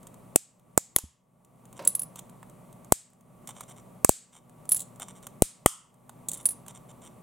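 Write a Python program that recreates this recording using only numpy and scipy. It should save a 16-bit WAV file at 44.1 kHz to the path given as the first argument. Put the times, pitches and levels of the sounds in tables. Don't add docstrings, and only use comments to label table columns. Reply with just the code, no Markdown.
import sys
import numpy as np
from scipy import signal
from scipy.fft import rfft, irfft, next_fast_len
from scipy.io import wavfile
from scipy.ndimage import uniform_filter1d, minimum_filter1d

SR = 44100
rng = np.random.default_rng(int(sys.argv[2]) if len(sys.argv) > 2 else 0)


def store_wav(level_fs):
    pcm = np.round(np.clip(np.atleast_2d(level_fs), -1, 1) * 32767)
    wavfile.write(sys.argv[1], SR, pcm.T.astype(np.int16))


N = 318402
AGE = np.arange(SR // 6) / SR
CLICK = (AGE == 0) + 1e-18

# hz [Hz], relative_db [dB]
AIR_COLOUR = [(15, -56), (25, -11.5), (59, -12), (99, -13), (145, 1), (256, -6), (317, -13), (607, -9.5),
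              (796, -13), (1160, -16), (1650, -31.5), (2050, -27.5), (5140, -42), (8590, -29.5),
              (16000, -36.5)]
AIR_RMS_DB = -53
# hz [Hz], rms_db [dB]
FAN_LINES = [(120, -61), (183, -63), (242, -65), (366, -74), (600, -72), (948, -75), (1147, -70)]
# hz [Hz], left_right_likeness [0 to 1]
PORT_LIKENESS = [(60, 0.14), (180, 0.89), (550, 0.29), (1650, 0.6), (4970, 0.94), (15000, 0.33)]
# hz [Hz], lead [radians]
PORT_LEAD = [(9000, 0), (11000, .2), (12100, 1.0), (15000, .6)]

# start_s [s], tick_db [dB], body_knock_db [dB]
TICKS = [(0.0693, -38, -66.5), (.9855, 6.5, -16), (1.4476, -41.5, -77.5), (1.728, -41.5, -70.5),
         (2.1577, -33.5, -54), (2.192, -30.5, -74), (2.4289, -45.5, -43), (3.4734, -31, -86),
         (3.4908, -34.5, -48), (3.6076, -31, -37.5), (4.998, -32.5, -43), (5.2684, -29.5, -44.5),
         (6.094, -33.5, -39.5), (6.6638, -43, -52), (6.682, -32.5, -51.5)]
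# hz [Hz], relative_db [dB]
TICK_COLOUR = [(400, -20), (1000, -2), (1700, -17.5), (3300, -4), (5000, -15.5), (6500, 0.5), (8500, 3.5),
               (11000, -5), (15500, -5.5)]
FAINT_TICKS_PER_S = 4
FAINT_TICK_DB, FAINT_KNOCK_DB, FAINT_SPREAD_DB = -45.5, -61, 1

# hz [Hz], relative_db [dB]
ROOM_COLOUR = [(200, -10.5), (1000, -6.5), (3000, -0.5), (5000, 2), (8000, -1), (10500, -2.5), (13000, -3),
               (16000, -6)]
# hz [Hz], t60_s [s]
ROOM_T60 = [(200, 0.42), (1000, 0.44), (3000, 0.36), (8000, 0.29), (11000, 0.21), (16000, 0.13)]

# start_s [s], level_db [dB], tear_ms [ms], crack_hz [Hz], low_flex_hz [Hz], high_flex_hz [Hz], flex_db [dB],
# room_db [dB], puff_db [dB], puff_left_right_db [dB], puff_hz [Hz], puff_low_cut_hz [Hz], swirl_db [dB]
BREAKS = [(0.3589, 21.5, 1.64, 8080, 676, 2657, -19, -6, -9, -11.5, 645, 300, -7),
          (0.7766, 16.5, 1.27, 7470, 720, 2100, -12.5, -4.5, 0.5, -18.5, 940, 130, -17.5),
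          (0.9627, 30, 0.77, 10740, 1010, 3336, -12, -4.5, -14, -11, 1000, 40, -12.5),
          (2.9220, 20, 2.08, 8180, 673, 1903, -22.5, -2, -0.5, 4, 1002, 50, -10.5),
          (4.0462, 12, 2.4, 8040, 1167, 2230, -11, -2, -8, -16, 750, 50, -0.5),
          (4.0926, 19, 0.55, 8030, 503, 4730, -17, 3, 0, 6.5, 853, 40, -13),
          (5.4213, 14, 1.04, 9000, 1287, 4100, -24.5, 2, -0.5, 2.5, 618, 25, -14),
          (5.66, 20.5, 2.67, 8840, 1165, 3100, -3.5, 4.5, -1.5, -0.5, 850, 40, -13)]
# hz [Hz], relative_db [dB]
FRACTURE_COLOUR = [(300, -22), (1500, -14.5), (2000, -13.5), (2700, -12.5), (4500, -13.5), (6000, -10.5),
                   (7200, -3.5), (10000, -5.5), (12000, -5), (14000, -6.5), (16000, -9.5)]

# start_s [s], peak_db [dB], pitch_hz [Hz], t60_s [s]
KNOCKS = [(0.983, -11, 440, 0.017), (1.036, -12.5, 75, 0.12), (1.04, -10.5, 211, 0.023),
          (1.872, -34.5, 520, .03)]
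# pitch_hz [Hz], width_hz [Hz], relative_db [dB]
TABLE_RESONANCES = [(370, 69, 3.5), (555, 90, 12), (920, 48, 7), (1344, 74, -29), (2080, 150, -13.5),
                    (2465, 156, -22)]
SET_DOWN_S = 1.792

# start_s [s], length_s [s], strokes [count], level_db [dB]
GRIPS = [(1.754, 0.084, 1, -59), (2.164, 0.049, 1, -51), (3.469, 0.15, 2, -48), (3.589, 0.25, 3, -50.5),
         (4.315, 0.12, 1, -46.5), (5.0, 0.29, 4, -45), (6.295, 0.2, 1, -53), (6.674, 0.13, 2, -48),
         (6.883, 0.058, 1, -55.5), (7.009, 0.12, 1, -54)]
# hz [Hz], relative_db [dB]
RUB_COLOUR = [(410, -16), (700, 2), (1050, 5.5), (1800, -13), (2100, -13.5), (2630, -12.5), (3460, -10),
              (4490, -22.5), (6740, -5.5), (8880, -5), (10500, -8.5), (11200, -12), (16000, -24.5)]
SLIDE_SHARE = 0.71
STROKE_LOSS_DB = 4.5
STROKE_UNEVEN_DB, STROKE_WAVERS_PER_S = 2.5, 90

# pitch_hz [Hz], relative_db [dB], t60_s [s]
SHARD_MODES = [
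    [(6860, -44, 0.042), (8200, -9, 0.029), (10195, 17.5, 0.025), (9840, 1, 0.034), (11600, -25, 0.011),
     (13380, -17, 0.015)],
    [(4100, -35, .06), (5900, -26, .06), (7350, -19, 0.04), (8610, -24.5, .025), (10110, 6.5, .02),
     (10130, 23, 0.033), (10700, -5, 0.0252), (11800, -10, 0.014), (13000, 12, .012), (14850, -8.5, 0.018)],
    [(7170, -34, 0.022), (8910, 7, 0.084), (9840, 18, 0.049), (10210, 13, 0.051), (11450, 2, .018),
     (13500, -24, .015), (14180, -18, 0.021)],
]
NEXT_SHARD_S = (3, 5.5)
# hz [Hz], relative_db [dB]
CLACK_COLOUR = [(400, -5.5), (1200, -21.5), (2500, -21), (3700, -6.5), (5000, -19), (6300, -6.5),
                (7700, 11), (9000, 3), (12000, -8), (15500, -5.5)]
# start_s [s], ring_db [dB], clack_db [dB], other_edge_after_ms [ms],
# first_flight_s [s], ring_loss_db [dB], clack_loss_db [dB]
LANDINGS = [(1.85, -56, -30, 3, .023, 10, 18), (1.8735, -12, -22, 1.5, .077, 7.5, 19),
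            (4.6915, -24, -35, 1, .0185, 9, 3), (4.7186, -13, -30, 6.5, .0268, 9.5, 6),
            (4.7665, -29, -28.5, 9, .027, 10, 6), (4.8035, -54, -31, 1, .0133, 8, 8),
            (6.2855, -44, -23.5, 6.5, .03, 1, 5), (6.373, -44, -45, 3, .036, 6, 9),
            (6.4548, -15, -30, 5.2, .0335, 10.5, 10)]
BOUNCE_RATIO = 0.56
LOSS_POWER = 0.73
OTHER_EDGE_DB = -7.5

CUTOFF_HZ = 16000


def from_db(db):
    return 10 ** (np.asarray(db) / 20)


def rms_one(x):
    return x / np.sqrt(np.mean(x ** 2) + 1e-20)


def loudest_one(x, size=128):
    return x / np.sqrt(uniform_filter1d(x ** 2, size, mode="constant").max())


def at_hz(points, hz):
    f, value = np.transpose(points)
    return np.interp(np.log(np.maximum(hz, 1)), np.log(f), value)


def add(out, s, x):
    i = max(round(s * SR), 0)
    out[..., i:i + x.shape[-1]] += x[..., :out.shape[-1] - i]


def colour(x, points):
    n = 2 * next_fast_len(x.shape[-1])
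    gain = from_db(at_hz(points, np.fft.rfftfreq(n, 1 / SR)))
    cepstrum = irfft(np.log(gain))
    cepstrum[1:n // 2] *= 2
    cepstrum[n // 2 + 1:] = 0
    response = np.exp(rfft(cepstrum))
    return irfft(rfft(x, n) * response)[..., :x.shape[-1]]


def resonance(x, hz, width_hz):
    r = np.exp(-np.pi * width_hz / SR)
    zeros = np.array([1, 0, -1]) * (1 - r * r) / 2
    poles = [1, -2 * r * np.cos(2 * np.pi * hz / SR), r * r]
    return signal.lfilter(zeros, poles, x)


def mode(hz, t60):
    return np.sin(2 * np.pi * hz * AGE) * from_db(-60 * AGE / t60)


def hold_and_fade(hold_ms, fade_ms):
    return np.exp(-np.maximum(AGE * 1000 - hold_ms, 0) / fade_ms)


def chatter(hold_ms, fade_ms):
    return rng.standard_normal(len(AGE)) * hold_and_fade(hold_ms, fade_ms)


def stereo_noise(count):
    alike = np.clip(at_hz(PORT_LIKENESS, np.fft.rfftfreq(count, 1 / SR)), 0, .98)
    mid, side = rfft(rng.standard_normal((2, count)))
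    shared = np.sqrt((1 + alike) / 2) * mid
    opposed = np.sqrt((1 - alike) / 2) * side * [[1], [-1]]
    return irfft(shared + opposed, count)


def background():
    t = np.arange(N) / SR
    hum = np.zeros(N)
    for hz, db in FAN_LINES:
        wander = np.cumsum(rng.normal(0, .012, N))
        hum += from_db(db) * np.sqrt(2) * np.sin(2 * np.pi * hz * t + wander)
    air = rms_one(colour(stereo_noise(N), AIR_COLOUR))
    return from_db(AIR_RMS_DB) * air + hum


def faint_ticks():
    count = round(FAINT_TICKS_PER_S * N / SR)
    times = rng.uniform(0, N / SR, count)
    sizes_db = FAINT_SPREAD_DB * rng.standard_normal(count)
    return [(s, FAINT_TICK_DB + db, FAINT_KNOCK_DB + db) for s, db in zip(times, sizes_db)]


def ticks(tick_db=-6, body_db=-2, body_hz=950, body_width_hz=500):
    out = np.zeros(N)
    for s, db, knock_db in list(TICKS) + faint_ticks():
        slip = chatter(0.82, fade_ms=3.0)
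        add(out, s, from_db(db + tick_db) * loudest_one(colour(slip, TICK_COLOUR)))
        knock = loudest_one(resonance(slip, body_hz, body_width_hz))
        add(out, s, from_db(knock_db + body_db) * knock)
    return out


def ports(x, pan_db):
    lead = np.exp(1j * at_hz(PORT_LEAD, np.fft.rfftfreq(N, 1 / SR)))
    left = irfft(rfft(x) * lead, N)
    return np.array([left, x]) * from_db([[pan_db / 2], [-pan_db / 2]])


def room(x, wet_db, build_s=0.0017):
    count = SR * 2 // 3
    t, hz = np.arange(count) / SR, np.fft.rfftfreq(count, 1 / SR)
    noise, tail = rfft(stereo_noise(count)), 0
    edges = np.geomspace(100, 17000, 36)
    for low, high in zip(edges, edges[1:]):
        decay = from_db(-60 * t / at_hz(ROOM_T60, np.sqrt(low * high)))
        band = irfft(noise * ((hz >= low) & (hz < high)), count)
        tail = tail + band * decay
    build_up = 1 - np.exp(-t / build_s)
    tail = rms_one(tail * build_up) / np.sqrt(count)
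    return from_db(wet_db) * signal.fftconvolve(x[None], colour(tail, ROOM_COLOUR), axes=1)[:, :N]


def burst(hold_ms, fade_ms):
    shape = hold_and_fade(hold_ms, fade_ms)
    x = rng.standard_normal(len(AGE)) * shape
    for _ in range(3):
        flat = irfft(np.exp(1j * np.angle(rfft(x))), len(AGE))
        x = flat * np.sqrt(shape)
    return loudest_one(x)


def strip(x, hz, low_hz, high_hz, flex_db, middle_flex_db):
    bright = colour(x, FRACTURE_COLOUR)
    flex_modes = [(low_hz, 520, 10),   # Hz, width Hz, relative dB
                  (np.sqrt(low_hz * high_hz), 1000, middle_flex_db),
                  (high_hz, 1000, 1)]
    flex = sum(from_db(db) * resonance(resonance(x, f, width), f, width) for f, width, db in flex_modes)
    return bright + 2.0 * resonance(bright, hz, width_hz=1300) + from_db(flex_db) * flex


def air_lobe(puff_hz, low_cut_hz):
    lobe = signal.sosfilt(signal.butter(4, puff_hz, fs=SR, output="sos"), CLICK)
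    lobe = signal.lfilter(*signal.butter(1, low_cut_hz, "high", fs=SR), lobe)
    return lobe / lobe.max()


def cracks(crack_db=-11, puff_delay_s=.0006, swirl_delay_s=0.00079, far_flex_db=-6):
    snap, radiated, puffs = np.zeros(N), np.zeros(N), np.zeros((2, N))
    for (s, db, tear_ms, hz, low_hz, high_hz, flex_db, room_db,
         puff_db, pan_db, puff_hz, low_cut_hz, swirl_db) in BREAKS:
        tear = burst(tear_ms, fade_ms=0.89) + 0.29 * burst(0.47, fade_ms=7.0)
        near = strip(tear, hz, low_hz, high_hz, flex_db, middle_flex_db=4.5)
        add(snap, s, from_db(db + crack_db) * loudest_one(near))
        far = strip(CLICK, hz, low_hz, high_hz, flex_db + far_flex_db, middle_flex_db=-3.5)
        add(radiated, s, from_db(db + crack_db + room_db) * loudest_one(far))
        lobe = air_lobe(puff_hz, low_cut_hz)
        port_db = np.minimum([[pan_db], [-pan_db]], 0)
        add(puffs, s + puff_delay_s, from_db(db + puff_db + port_db) * lobe)
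        swirl = lobe * [[1], [-1]]
        add(puffs, s + puff_delay_s + swirl_delay_s, from_db(db + swirl_db) * swirl)
    return snap, radiated, puffs


def knocks(judder_db=-37):
    out = np.zeros(N)
    for s, db, hz, t60 in KNOCKS:
        add(out, s, from_db(db) * mode(hz, t60))
    contacts = chatter(1.3, fade_ms=8.5) + 0.21 * chatter(74, fade_ms=16)
    judder = sum(from_db(db) * resonance(contacts, hz, width) for hz, width, db in TABLE_RESONANCES)
    add(out, SET_DOWN_S, from_db(judder_db) * loudest_one(judder))
    return out


def finger_pressure():
    pressure = np.zeros(N)
    for s, length_s, strokes, db in GRIPS:
        count = max(round(strokes), 1)
        stroke_s = length_s / count
        slide = signal.windows.tukey(int(SLIDE_SHARE * stroke_s * SR), .5)
        for k in range(count):
            add(pressure, s + k * stroke_s, from_db(db - k * STROKE_LOSS_DB) * slide)
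    knots = np.arange(0, N, SR / STROKE_WAVERS_PER_S)
    waver = np.interp(np.arange(N), knots, rng.standard_normal(len(knots)))
    return pressure * from_db(STROKE_UNEVEN_DB * waver)


def rubbing(slips_per_s=1000, grain_db=3.5, ring_share=3.2, ring_width_hz=220):
    slip_now = rng.random(N) < slips_per_s / SR
    sizes = from_db(grain_db * np.minimum(rng.exponential(1, N), 4))
    slips = slip_now * rng.choice([-1, 1], N) * sizes
    ring = sum(resonance(slips, hz, ring_width_hz) for hz in (2190, 3100, 3600, 5817, 7290, 8440))
    return finger_pressure() * rms_one(colour(slips + ring_share * ring, RUB_COLOUR))


def touches(count=5):
    rows = []
    for s, ring_db, clack_db, edge_ms, flight_s, ring_loss_db, clack_loss_db in LANDINGS:
        other_edge_s = s + edge_ms / 1000
        rows.append((other_edge_s, ring_db + OTHER_EDGE_DB, clack_db + OTHER_EDGE_DB))
        for k in range(count):
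            spent = k ** LOSS_POWER
            rows.append((s, ring_db - ring_loss_db * spent, clack_db - clack_loss_db * spent))
            s = s + flight_s * BOUNCE_RATIO ** k
    return rows


def shards(edge_db=-9, chatter_ms=2.6, detune=0.007, mode_spread_db=2.18):
    out = np.zeros(N)
    for s, ring_db, clack_db in touches():
        body = np.zeros(len(AGE))
        for hz, db, t60 in SHARD_MODES[np.searchsorted(NEXT_SHARD_S, s)]:
            gain = from_db(db + rng.normal(0, mode_spread_db))
            body += gain * mode(hz * (1 + detune * rng.normal()), t60)
        strike = burst(chatter_ms, fade_ms=0.394)
        ring = loudest_one(signal.fftconvolve(strike, body)[:len(AGE)])
        spit = resonance(chatter(chatter_ms, fade_ms=8.3), 11000, 4000)
        edge = loudest_one(resonance(spit, 11000, 4000))
        clack = loudest_one(colour(chatter(chatter_ms, fade_ms=2.6), CLACK_COLOUR))
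        add(out, s, from_db(ring_db) * (ring + from_db(edge_db) * edge) + from_db(clack_db) * clack)
    return out


def scene():
    snap, radiated, puffs = cracks()
    fallen = shards()
    handling = ticks() + knocks() + rubbing()
    direct = ports(snap + handling, pan_db=-1.4) + ports(fallen, pan_db=-2.0)
    answer = room(radiated + handling, wet_db=-17.5) + room(fallen, wet_db=-15)
    return direct + puffs + answer + background()


def gain_control(x, ceiling_db=-0.5, release_db_per_s=36, size=16):
    power = uniform_filter1d(x ** 2, size, axis=1).max(0)
    level_db = 10 * np.log10(np.maximum(power, 1e-12))
    ramp = release_db_per_s * np.arange(N) / SR
    cut_db = np.maximum.accumulate(np.maximum(level_db - ceiling_db, 0) + ramp) - ramp
    gain_db = uniform_filter1d(minimum_filter1d(-cut_db, 10 * size), 2 * size)
    return x * from_db(gain_db)


def record(dry):
    clipped = np.clip(gain_control(dry), -1, 1)
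    return signal.sosfilt(signal.ellip(8, .1, 70, CUTOFF_HZ, fs=SR, output="sos"), clipped)


dry = scene()
out = record(dry)
store_wav(out)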